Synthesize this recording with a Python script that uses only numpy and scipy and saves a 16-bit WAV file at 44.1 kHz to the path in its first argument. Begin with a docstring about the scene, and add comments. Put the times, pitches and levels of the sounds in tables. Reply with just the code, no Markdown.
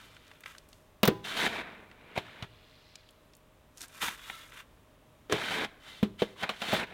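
"""In a quiet wood, a steel shovel digs damp, gritty sand out of a big plastic tub and tips it into a plastic bucket.
The blade clacks against the tub (decaying tones and noise bursts) and grinds through the sand (random grain
clicks, coloured by resonances). Sand hisses off the blade, a load drops into the bucket, and stray pebbles tick.
Still air and a faint hum lie behind; the trees add a thin tail."""
import sys
import numpy as np
from scipy import signal
from scipy.fft import rfft, irfft, next_fast_len
from scipy.io import wavfile

SR = 44100
rng = np.random.default_rng(int(sys.argv[2]) if len(sys.argv) > 2 else 0)


def transcribe(signal):
    """Save signal, clipped to [-1, 1], as a 16-bit WAV file at the path in sys.argv[1]."""
    frames = np.atleast_2d(signal).T
    limited = np.clip(frames, -1, 1)
    pcm = np.round(limited * 32767).astype(np.int16)
    wavfile.write(sys.argv[1], SR, pcm)


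N = 305613
TIME = np.arange(N) / SR   # s


def from_db(db):
    """Decibels to gain."""
    return 10 ** (np.asarray(db) / 20)


def rms_one(x):
    """Scale to unit power."""
    return x / np.sqrt(np.mean(x ** 2) + 1e-20)


def add(track, s, sound):
    """Mix a sound into the track at a time in seconds."""
    start = int(round(s * SR))
    track[start:start + len(sound)] += sound[:N - start]


def coloured(x, spectrum):
    """Shape how strong each pitch is in a steady signal; rms 1."""
    size = next_fast_len(len(x))
    hz, db = np.transpose(spectrum)
    bins = np.maximum(np.fft.rfftfreq(size, 1 / SR), 1)
    gain = from_db(np.interp(np.log(bins), np.log(hz), db))
    return rms_one(irfft(rfft(x, size) * gain, size)[:len(x)])


def resonate(x, hz, width):
    """A two-pole resonance with gain 1 on top."""
    r = np.exp(-np.pi * width / SR)
    feedback = [1, -2 * r * np.cos(2 * np.pi * hz / SR), r * r]
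    return signal.lfilter(np.array([1, 0, -1]) * (1 - r * r) / 2, feedback, x)


def resonances(x, body):
    """The resonances of a body side by side."""
    return sum(from_db(db) * resonate(x, hz, width) for hz, width, db in body)


def through(x, body, ring_db):
    """Direct sound plus the resonances of a body; rms 1."""
    return rms_one(x + from_db(ring_db) * resonances(x, body))


def drift(rate):
    """Random wander with spread 1, so many turns a second."""
    knots = rng.standard_normal(4000)
    return rms_one(np.interp(TIME * rate, np.arange(len(knots)), knots))


def grains(per_s, spread_db):
    """Random grain clicks, a few much larger (or smaller, if the spread is negative); even power at any rate."""
    sizes = from_db(spread_db * np.minimum(rng.exponential(1, N), 5))
    signs = rng.choice([-1, 1], N)
    hits = rng.random(N) < per_s / SR
    return rms_one(sizes * signs * hits / np.sqrt(per_s))


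def dying(t60, rise_s):
    """Half a second of envelope: a quick rise and an exponential fall by 60 dB in t60 seconds."""
    t = TIME[:SR // 2]
    return (1 - np.exp(-t / rise_s)) * np.exp(-np.log(1000) * t / t60)


def stretch(x):
    """Half a second from a random place in a steady signal."""
    start = rng.integers(N - SR // 2)
    return x[start:start + SR // 2]


def ringing(modes):
    """Free decay of lightly damped modes, each from a random phase."""
    t = TIME[:SR // 2]
    return sum(from_db(db) * np.sin(2 * np.pi * (hz * t + rng.random())) * dying(t60, rise_s=0.01)
               for hz, db, t60 in modes)


def struck(modes, centre_hz, damped_t60, octaves, rise_s, tail_db):
    """The spot that is hit favours modes near one pitch; blade and sand choke most of the ring, a tail stays."""
    t, out = TIME[:SR // 2], 0
    for hz, db, t60 in modes:
        distance = np.log2(hz / centre_hz) / octaves
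        gain = from_db(db + rng.normal(0, 0.45)) / (1 + distance ** 2)
        shape = dying(damped_t60, rise_s) + from_db(tail_db) * dying(t60, rise_s)
        out = out + gain * np.sin(2 * np.pi * hz * t) * shape
    return out


def singing(body, waver_db):
    """Light friction keeps a body's resonances ringing, each wavering as the contact moves; rms 1."""
    friction = coloured(grains(per_s=6500, spread_db=2.5), [(600, -13), (1200, 4.0), (4200, -1.5), (6000, -11)])
    ring = sum(from_db(db + waver_db * drift(rate=25)) * resonate(friction, hz, width) for hz, width, db in body)
    return rms_one(ring + from_db(-19) * friction)


# a move softer than this level begins and ends more gradually, by this share per dB
GENTLE_DB, SLOWER_PER_DB = -51.5, 0.46


def gestures(rows, attack_s, release_s):
    """Each move rises, swells or fades evenly, and dies; the loudest leads.

    Gives the leader's dB, progress 0-1 and other columns. 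Rise and fall times are per 60 dB, longer if gentle.
    """
    level_db, progress, leader = np.full(N, -150.), np.zeros(N), np.zeros(N, int)
    for k, (start, end, first_db, last_db, *_) in enumerate(rows):
        done = np.clip((TIME - start) / (end - start), 0, 1)
        slow_in, slow_out = 1 + SLOWER_PER_DB * np.maximum(GENTLE_DB - np.array([first_db, last_db]), 0)
        before = np.maximum(start - TIME, 0) / (attack_s * slow_in)
        after = np.maximum(TIME - end, 0) / (release_s * slow_out)
        db = first_db + (last_db - first_db) * done - 60 * (before + after)
        leads = db > level_db
        level_db[leads], progress[leads], leader[leads] = db[leads], done[leads], k
    return level_db, progress, *np.array(rows)[leader, 4:].T


# how strong each pitch is in the still air: (pitch [Hz], level [dB per Hz])
AIR = [(15, -24), (25, -0.5), (102, -5), (175, -10.5), (285, -8), (344, -11), (463, -11.5), (545, -12.5),
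       (624, -8), (677, -16), (1130, -14.5), (1440, -20), (3620, -24.5), (4490, -31.5), (16000, -34.5)]
# a faint far-off hum: (pitch [Hz], level [dB])
HUM = [(50.5, -77.5), (101.5, -75), (151, -75.5), (622, -75)]
AIR_DB = -61.5   # middle level; it wanders slightly


def background():
    """Still forest air, as coloured noise, with a faint hum of unsteady tones in it."""
    breeze_db = .5 * drift(rate=4)
    air = from_db(AIR_DB + breeze_db) * coloured(rng.standard_normal(N), AIR)
    hum = 0
    for hz, db in HUM:
        phase = 2 * np.pi * hz * TIME + 0.8 * drift(rate=5.9)
        hum = hum + from_db(db) * np.sqrt(2) * np.sin(phase)
    return air + hum


def trees(x, echo_db, t60):
    """Trunks scatter back a thin, dull tail."""
    scatter = coloured(rng.standard_normal(SR // 2),
                       [(80, 8.5), (400, -3), (2500, -2.5), (5000, -2.5), (14000, -12)])
    tail = scatter * dying(t60, rise_s=0.005)
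    return from_db(echo_db) * signal.fftconvolve(x, tail / np.sqrt(np.sum(tail ** 2)))[:N]


# spells when smaller stones trickle off the tipped blade: (start [s], end [s])
TRICKLES = [(.02, .55), (3.751, 4.0)]
STONES_PER_S, STONE_DB, STONE_SPREAD_DB = 14, -55.5, 4.5   # level: middle and spread
STONE_HZ, STONE_SPREAD_OCTAVES = 3020, 1   # pitch: middle and spread


def small_stones():
    """Chance ticks while the blade is tipped, as rows like the pebbles'."""
    times = np.concatenate([rng.uniform(start, end, int(STONES_PER_S * (end - start))) for start, end in TRICKLES])
    chances = rng.standard_normal((len(times), 2))
    return [(s, STONE_DB + STONE_SPREAD_DB * loudness, STONE_HZ * 2 ** (STONE_SPREAD_OCTAVES * pitch))
            for s, (loudness, pitch) in zip(times, chances)]


# the clearest pebbles that fall or crack under the blade: (time [s], level [dB], middle pitch [Hz])
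PEBBLES = [(0.166, -43.5, 1630), (0.314, -42.5, 1720), (.436, -39, 2040), (0.4593, -31.5, 1610),
           (0.5498, -43, 1700), (0.582, -41, 4900), (0.6884, -53, 12000), (0.7293, -45.5, 3420),
           (1.914, -44, 1700), (2.425, -35.5, 2400), (2.9552, -38, 3720), (3.089, -48.5, 3130),
           (3.107, -55, 9000), (3.335, -51, 3750), (3.351, -52, 6900), (3.367, -53, 13850),
           (3.773, -43.5, 6000), (3.78, -43, 6200), (3.807, -38, 6000), (3.816, -33, 6500),
           (3.882, -48, 8100), (4.083, -24.5, 1680), (4.2981, -28.5, 1440), (4.5198, -44.5, 1760),
           (5.3237, -23, 4300), (5.646, -27.5, 2250), (6.62, -32, 1910)]


def pebbles():
    """Each stone makes one short, broad tick of noise around its own pitch."""
    out, shape = np.zeros(N), dying(t60=0.019, rise_s=0.00032)
    for s, db, hz in PEBBLES + small_stones():
        hz = np.clip(hz, 800, SR / 3)
        tick = resonate(rng.standard_normal(SR // 2), hz, .75 * hz)
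        band = signal.butter(1, [900, min(1.8 * hz, .44 * SR)], "band", fs=SR, output="sos")
        tick = signal.sosfilt(band, tick) * shape
        even = np.sqrt(np.sum(shape ** 2) / np.sum(tick ** 2))   # every tick the same energy before its level
        add(out, s, from_db(db) * tick * even)
    return out


# sand slides along the loaded blade, as it is levered and then lifted:
# (start [s], end [s], first level [dB], last level [dB])
SLIDES = [(1.66, 1.98, -51.5, -71.5), (2.12, 2.45, -58, -62.5), (2.5, 3.0, -63.5, -63.5)]
# from the lift on, less sand touches and the pitch climbs
LIFT_S, SLIDE_HZ, SLIDE_OCTAVES_PER_S, SLIDE_TOP_HZ = 1.79, 2200, 0.89, 4160


def sliding():
    """A broad, soft band of grain noise climbs as the load comes clear."""
    level_db, _ = gestures(SLIDES, attack_s=0.21, release_s=0.15)
    climb = SLIDE_OCTAVES_PER_S * np.maximum(TIME - LIFT_S, 0)
    centre_hz = np.minimum(SLIDE_HZ * 2 ** climb, SLIDE_TOP_HZ)
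    out, power = np.zeros(N), 1e-12
    for hz in np.geomspace(700, 8000, num=15):
        narrow = signal.butter(2, [hz / 1.047, hz * 1.093], "band", fs=SR, output="sos")
        band = signal.sosfilt(narrow, grains(per_s=8100, spread_db=6.0))
        above = np.log2(hz / centre_hz)   # octaves; the band falls off faster upwards
        gain = from_db(-26 * np.maximum(above, 0) + 6.4 * np.minimum(above, 0))
        out, power = out + gain * rms_one(band), power + gain ** 2
    return from_db(level_db) * out / np.sqrt(power)


# the blade rubs along the bucket's wall: (start [s], end [s], first level [dB], last level [dB])
RUBS = [(4.24, 4.35, -53.5, -48), (4.36, 4.435, -52.5, -53)]
# resonances of the blade pressed on the bucket: (pitch [Hz], width [Hz], level [dB])
PRESSED_BLADE = [(1335, 13, -2), (1800, 29, -9), (2140, 85, -7.5), (2850, 25, -4), (3040, 50, -10),
                 (3410, 66, 0), (3750, 58, -2.5)]


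def rubbing():
    """The emptied blade sings against the bucket's wall."""
    level_db, _ = gestures(RUBS, attack_s=.2, release_s=0.13)
    return from_db(level_db) * singing(PRESSED_BLADE, waver_db=2.0)


# falls of sand into the bucket:
# (start [s], end [s], first level [dB], last level [dB], fine hiss against the grit [dB])
POURS = [(0, .17, -57.5, -71.5, -7), (.27, .42, -62, -66, -10), (.465, .56, -51.5, -63.5, -5.5),
         (.69, .95, -75.5, -94, 8.5), (3.808, 3.84, -56.5, -50, 2.5), (3.87, 4.0, -66.5, -50.5, -2.5),
         (4.02, 4.09, -33, -38, -5), (4.1, 4.15, -43.5, -48, -5.5), (4.16, 4.3, -57, -51, -4),
         (4.31, 4.5, -54, -61.5, -2.5), (4.523, 4.605, -53, -48.5, -9)]
# resonances of the bucket that colour the grit: (pitch [Hz], width [Hz], level [dB])
BUCKET = [(925, 63, 11), (1150, 62, -9), (1322, 41, 7.5), (1540, 180, 5.5), (1966, 94, 2), (2414, 44, 8),
          (2750, 64, -4), (3580, 82, 1)]
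# how strong each pitch is in the falling grit, its rumble and its hiss: (pitch [Hz], level [dB per Hz])
POUR_GRIT = [(500, -54), (800, -18), (1050, 4.5), (2200, 2.5), (3600, 3), (4600, -14), (7000, -29.5),
             (12000, -24)]
POUR_RUMBLE = [(40, -28), (120, 2), (220, 2), (350, -8), (500, -5), (850, 3), (1500, -2)]
POUR_HISS = [(3000, -7.5), (5000, -5), (6500, -4.5), (10000, -8), (15000, -11), (17000, -79)]
BUCKET_RUMBLE_DB = -20.5   # against the grit


def pouring():
    """Clumps of sand patter into the bucket and sound its hollow; a thin trickle is heard grain by grain."""
    grit_db, _, hiss_db = gestures(POURS, attack_s=0.047, release_s=.09)
    flow = np.clip(from_db(.7 * (grit_db + 34.5)), .1, 1)   # share of the full rate of grains
    grit = through(coloured(grains(per_s=7000 * flow, spread_db=2.0), POUR_GRIT), BUCKET, ring_db=-2.5)
    rumble = from_db(BUCKET_RUMBLE_DB) * coloured(grains(per_s=870, spread_db=-5.0), POUR_RUMBLE)
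    hiss = from_db(hiss_db) * coloured(grains(per_s=12000 * flow, spread_db=-3.0), POUR_HISS)
    clump_db = 1.3 * drift(rate=150)
    return from_db(grit_db + clump_db) * (grit + rumble + hiss)


# blows of the blade, and the load landing in the bucket (4.02-4.08 s):
# (time [s], wall thud level [dB], thud middle pitch [Hz], knock level [dB],
# knock middle pitch [Hz], steel clack level [dB], gritty snap level [dB], 60 dB decay of the choked ring [s])
IMPACTS = [(1.0311, -8.5, 216, -10.5, 534, -17.5, -19, 0.054),
           (1.0527, -40, 180, -20, 670, -26.5, -20, 0.053),
           (1.0757, -8.5, 152, -22, 700, -22.5, -16.5, .036), (1.0828, -4, 185, -7.5, 430, -31, -43, 0.042),
           (1.114, -23, 220, -19, 364, -64, -65, .056), (1.464, -35, 177, -28, 745, -44, -46, 0.047),
           (2.1759, -15, 142, -16.5, 577, -29, -51, 0.029),
           (2.424, -23.5, 131, -45, 590, -36.5, -66, 0.053),
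           (4.0231, -33, 220, -21, 960, -30.5, -41, 0.037), (4.034, -32, 230, -27, 344, -35.5, -46, 0.029),
           (4.081, -28, 230, -32, 900, -40, -48, 0.029), (4.2988, -38.5, 232, -31, 960, -42.5, -63, .035),
           (5.297, -53, 200, -29.5, 410, -36.5, -61, 0.22), (5.323, -21.5, 143, -18.5, 392, -22, -42, .11),
           (5.645, -40, 188, -32, 870, -35, -54, 0.05), (6.0283, -4.5, 215, -16, 424, -30, -39, 0.044),
           (6.2199, -13.5, 219, -8.5, 480, -29, -50, .042), (6.431, -32, 168, -25, 724, -27.5, -57, 0.064),
           (6.4914, -30.5, 187, -29.5, 506, -25, -56, .074),
           (6.6174, -30, 210, -24.5, 676, -27.5, -58, 0.052),
           (6.7287, -17, 200, -11.5, 645, -28, -48, 0.058), (6.736, -20.5, 146, -38, 503, -30, -31, 0.055)]
# plastic walls flexing as a whole: (pitch [Hz], level [dB], 60 dB decay [s])
WALL_MODES = [(90, 1, 0.11), (116, 1.5, 0.12), (159, -2.5, 0.13), (206, 1, 0.24), (235, -16, .07)]
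# stiffer plastic panels: (pitch [Hz], level [dB], 60 dB decay [s])
PANEL_MODES = [(320.5, -1, 0.66), (391, -4.5, 0.37), (425.6, -1, 0.072), (475, -2.5, 0.073),
               (571, -5, 0.06), (623, -4, 0.08), (690, -12, 0.15), (819, -0.5, 0.22), (943, -19.5, 0.14),
               (990, -9, 0.67), (1183, -8, 0.1)]
# panel modes that hum on after a thud: (pitch [Hz], level against the thud [dB], 60 dB decay [s])
AFTER_RING = [(306, -41, 0.4), (375.5, -27, 0.2), (417.4, -26, 0.16)]
# the blade's bending, which rings on with the snap: (pitch [Hz], level against the snap [dB], 60 dB decay [s])
BENDING_MODES = [(818, -31, .7), (1001, -26, .45), (1055, -35, .32), (1556, -38, .35), (1852, -27, .15),
                 (2089, -33, .18)]
# how strong each pitch is in the steel clack and the gritty snap: (pitch [Hz], level [dB per Hz])
CLACK = [(200, -57), (600, 4), (1000, 6.5), (2000, 1), (3600, 4.5), (4500, -6), (5500, -13), (7500, -17.5),
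         (15000, -27)]
SNAP = [(2500, -26), (4800, 5), (7000, -2), (9500, -5), (13500, 1.5), (16000, 7)]
# resonances of the blade, for its clacks and its digging: (pitch [Hz], width [Hz], level [dB])
BLADE = [(670, 45, 10.5), (968, 47, 3.5), (1550, 210, -1.5), (1490, 68, 3), (1700, 220, 5.5),
         (2056, 140, 2), (2330, 30, 1.5), (3090, 75, -9), (3720, 81, -17)]


def impacts():
    """Blows and the landing load: plastic thuds and knocks, sand-damped steel clacks, crushed grit snaps."""
    steel = through(coloured(rng.standard_normal(N), CLACK), BLADE, ring_db=-19.0)
    crushed = coloured(rng.standard_normal(N), SNAP)
    clack_shape = dying(t60=0.035, rise_s=0.00057) + from_db(-5.5) * dying(t60=0.11, rise_s=0.0053)
    snap_shape = dying(t60=0.031, rise_s=0.00054)
    out = np.zeros(N)
    for s, thud_db, thud_hz, knock_db, knock_hz, clack_db, snap_db, t60 in IMPACTS:
        thud = struck(WALL_MODES, thud_hz, t60, octaves=0.32, rise_s=0.0051, tail_db=-33)
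        thud = thud + ringing(AFTER_RING)
        knock = struck(PANEL_MODES, knock_hz, t60, octaves=0.32, rise_s=0.0028, tail_db=-32.0)
        clack = stretch(steel) * clack_shape
        snap = stretch(crushed) * snap_shape + ringing(BENDING_MODES)
        plastic = from_db(thud_db) * thud + from_db(knock_db) * knock
        add(out, s, plastic + from_db(clack_db) * clack + from_db(snap_db) * snap)
    # the blows carry no deep bass
    return signal.sosfilt(signal.butter(2, 65, "high", fs=SR, output="sos"), out)


CRUNCHES_PER_S = 420   # all stone sizes together
CLUMP_DB, CLUMPS_PER_S = 4, 22   # swing of each stone size's level


def crunches():
    """Coarse stones crack, each ringing a few cycles; stones of one size come in clumps. Rms 1."""
    pitches, out = np.geomspace(750, 3800, num=10), 0
    for hz in pitches:
        hits = grains(per_s=CRUNCHES_PER_S / len(pitches), spread_db=2.0)
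        cracks = resonate(hits + 1e-18, hz, 0.075 * hz)
        out = out + rms_one(cracks) * from_db(CLUMP_DB * drift(CLUMPS_PER_S))
    return rms_one(out)


# strokes of the blade through sand; the first row is sand running off the tipped blade:
# (start [s], end [s], first level [dB], last level [dB], first depth [0-1], last depth [0-1])
BLADE_MOVES = [(0, .3, -63.5, -72, 0.01, 0), (1.249, 1.36, -45, -38, 0.02, 0.19),
               (1.37, 1.472, -34.5, -28, 0.08, 0.26), (1.48, 1.615, -39, -38, 0.23, 0.41),
               (1.63, 1.85, -45, -61, 0.67, 1), (1.86, 2.14, -64.5, -57.5, 0.96, 0.9),
               (2.162, 2.183, -38.5, -38.5, 0.33, 0.32), (2.2, 2.45, -56.5, -52, 0.23, 0.42),
               (5.315, 5.5, -36.5, -38.5, 0.27, .18), (5.51, 5.648, -34, -33.5, .17, 0.37),
               (5.68, 5.8, -57, -66.5, 0.7, 0.8), (5.81, 5.875, -64.5, -54.5, 0.04, 0.06),
               (5.88, 6.02, -54.5, -61, 0, 0), (6.195, 6.228, -51.5, -42, 0, 0.11),
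               (6.25, 6.34, -57, -65.5, .05, 0.06), (6.36, 6.425, -63.5, -43, 0.1, .1),
               (6.428, 6.442, -34.5, -33, .25, 0.62), (6.46, 6.6, -46, -56, 0.47, 0.01),
               (6.6, 6.75, -49, -29, 0.04, 0.23), (6.755, 6.84, -32.5, -36, 0.14, 0.43),
               (6.87, 6.93, -53.5, -49, 0.3, 0.5)]
# resonances of the free steel blade: (pitch [Hz], width [Hz], level [dB])
FREE_BLADE = [(1340, 110, -8), (2060, 90, -3), (2330, 70, -5), (2760, 60, -7), (3100, 160, 1),
              (3500, 140, 0), (3780, 120, -6), (4240, 130, -9)]
# how strong each pitch is in the grit, its rumble and its hiss: (pitch [Hz], level [dB per Hz])
DIG_GRIT = [(300, -39), (600, -2.5), (1000, -2.5), (2200, -1), (3000, 0), (3800, 2), (4500, -12.5),
            (6000, -27), (10000, -61)]
DIG_RUMBLE = [(15, -55), (40, -10), (70, -3.5), (120, -5), (200, 8), (290, 3), (450, 5), (750, -3.5),
              (1100, -3), (2000, -63)]
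DIG_HISS = [(3000, -8.5), (4800, 0.5), (7000, -3), (10000, -7), (15000, -15.5), (17000, -56)]
# a shallow blade sings and hisses, a buried one is muffled and shakes the tub:
# level against the grit at the surface, and change at full depth
SING_DB, SING_DEPTH_DB = 5, -51
HISS_DB, HISS_DEPTH_DB = -5.5, -40
RUMBLE_DB, RUMBLE_DEPTH_DB = -9.5, 9.5
MUFFLE_PER_DEPTH = 2   # fully muffled from half depth on
CRUNCH_DB = -4   # against the bare grit, before the blade's resonances


def digging():
    """Grains stick and slip on the blade, ring its steel and shake the tub; depth sets the balance.

    The first move is sand running off the tipped blade, made the same way.
    """
    grit_db, progress, first_depth, last_depth = gestures(BLADE_MOVES, attack_s=0.042, release_s=0.063)
    depth = np.clip(first_depth + (last_depth - first_depth) * progress, 0, 1)
    buried = np.clip(MUFFLE_PER_DEPTH * depth, 0, 1)
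    slips = coloured(grains(per_s=4500, spread_db=2.0), DIG_GRIT)
    bare = through(slips + from_db(CRUNCH_DB) * crunches(), BLADE, ring_db=-7.0)
    muffled = coloured(bare, [(2000, -4.5), (2400, 0), (2800, -11), (3800, -11.0), (6000, -7)])
    grit = (1 - buried) * bare + buried * muffled
    rumble = coloured(grains(per_s=1500, spread_db=2.5), DIG_RUMBLE)
    rumble = from_db(RUMBLE_DB + RUMBLE_DEPTH_DB * depth) * rumble
    hiss = coloured(grains(per_s=13000, spread_db=2.5), DIG_HISS)
    hiss = from_db(HISS_DB + HISS_DEPTH_DB * depth) * hiss
    steel = from_db(SING_DB + SING_DEPTH_DB * depth) * singing(FREE_BLADE, waver_db=2.5)
    slip_db = 0.77 * drift(rate=130)
    return from_db(grit_db + slip_db) * (grit + rumble + hiss + steel)


def scene():
    """The shovel work among the trees."""
    air = background()
    work = digging() + sliding() + pouring() + rubbing() + impacts() + pebbles()
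    return (work + trees(work, echo_db=-25.0, t60=0.51) + air)[None]


def record(dry):
    """The top is cut steeply above 16 kHz."""
    return signal.sosfilt(signal.ellip(10, .1, 80, 16000, fs=SR, output="sos"), dry)


dry = scene()
out = record(dry)
transcribe(out)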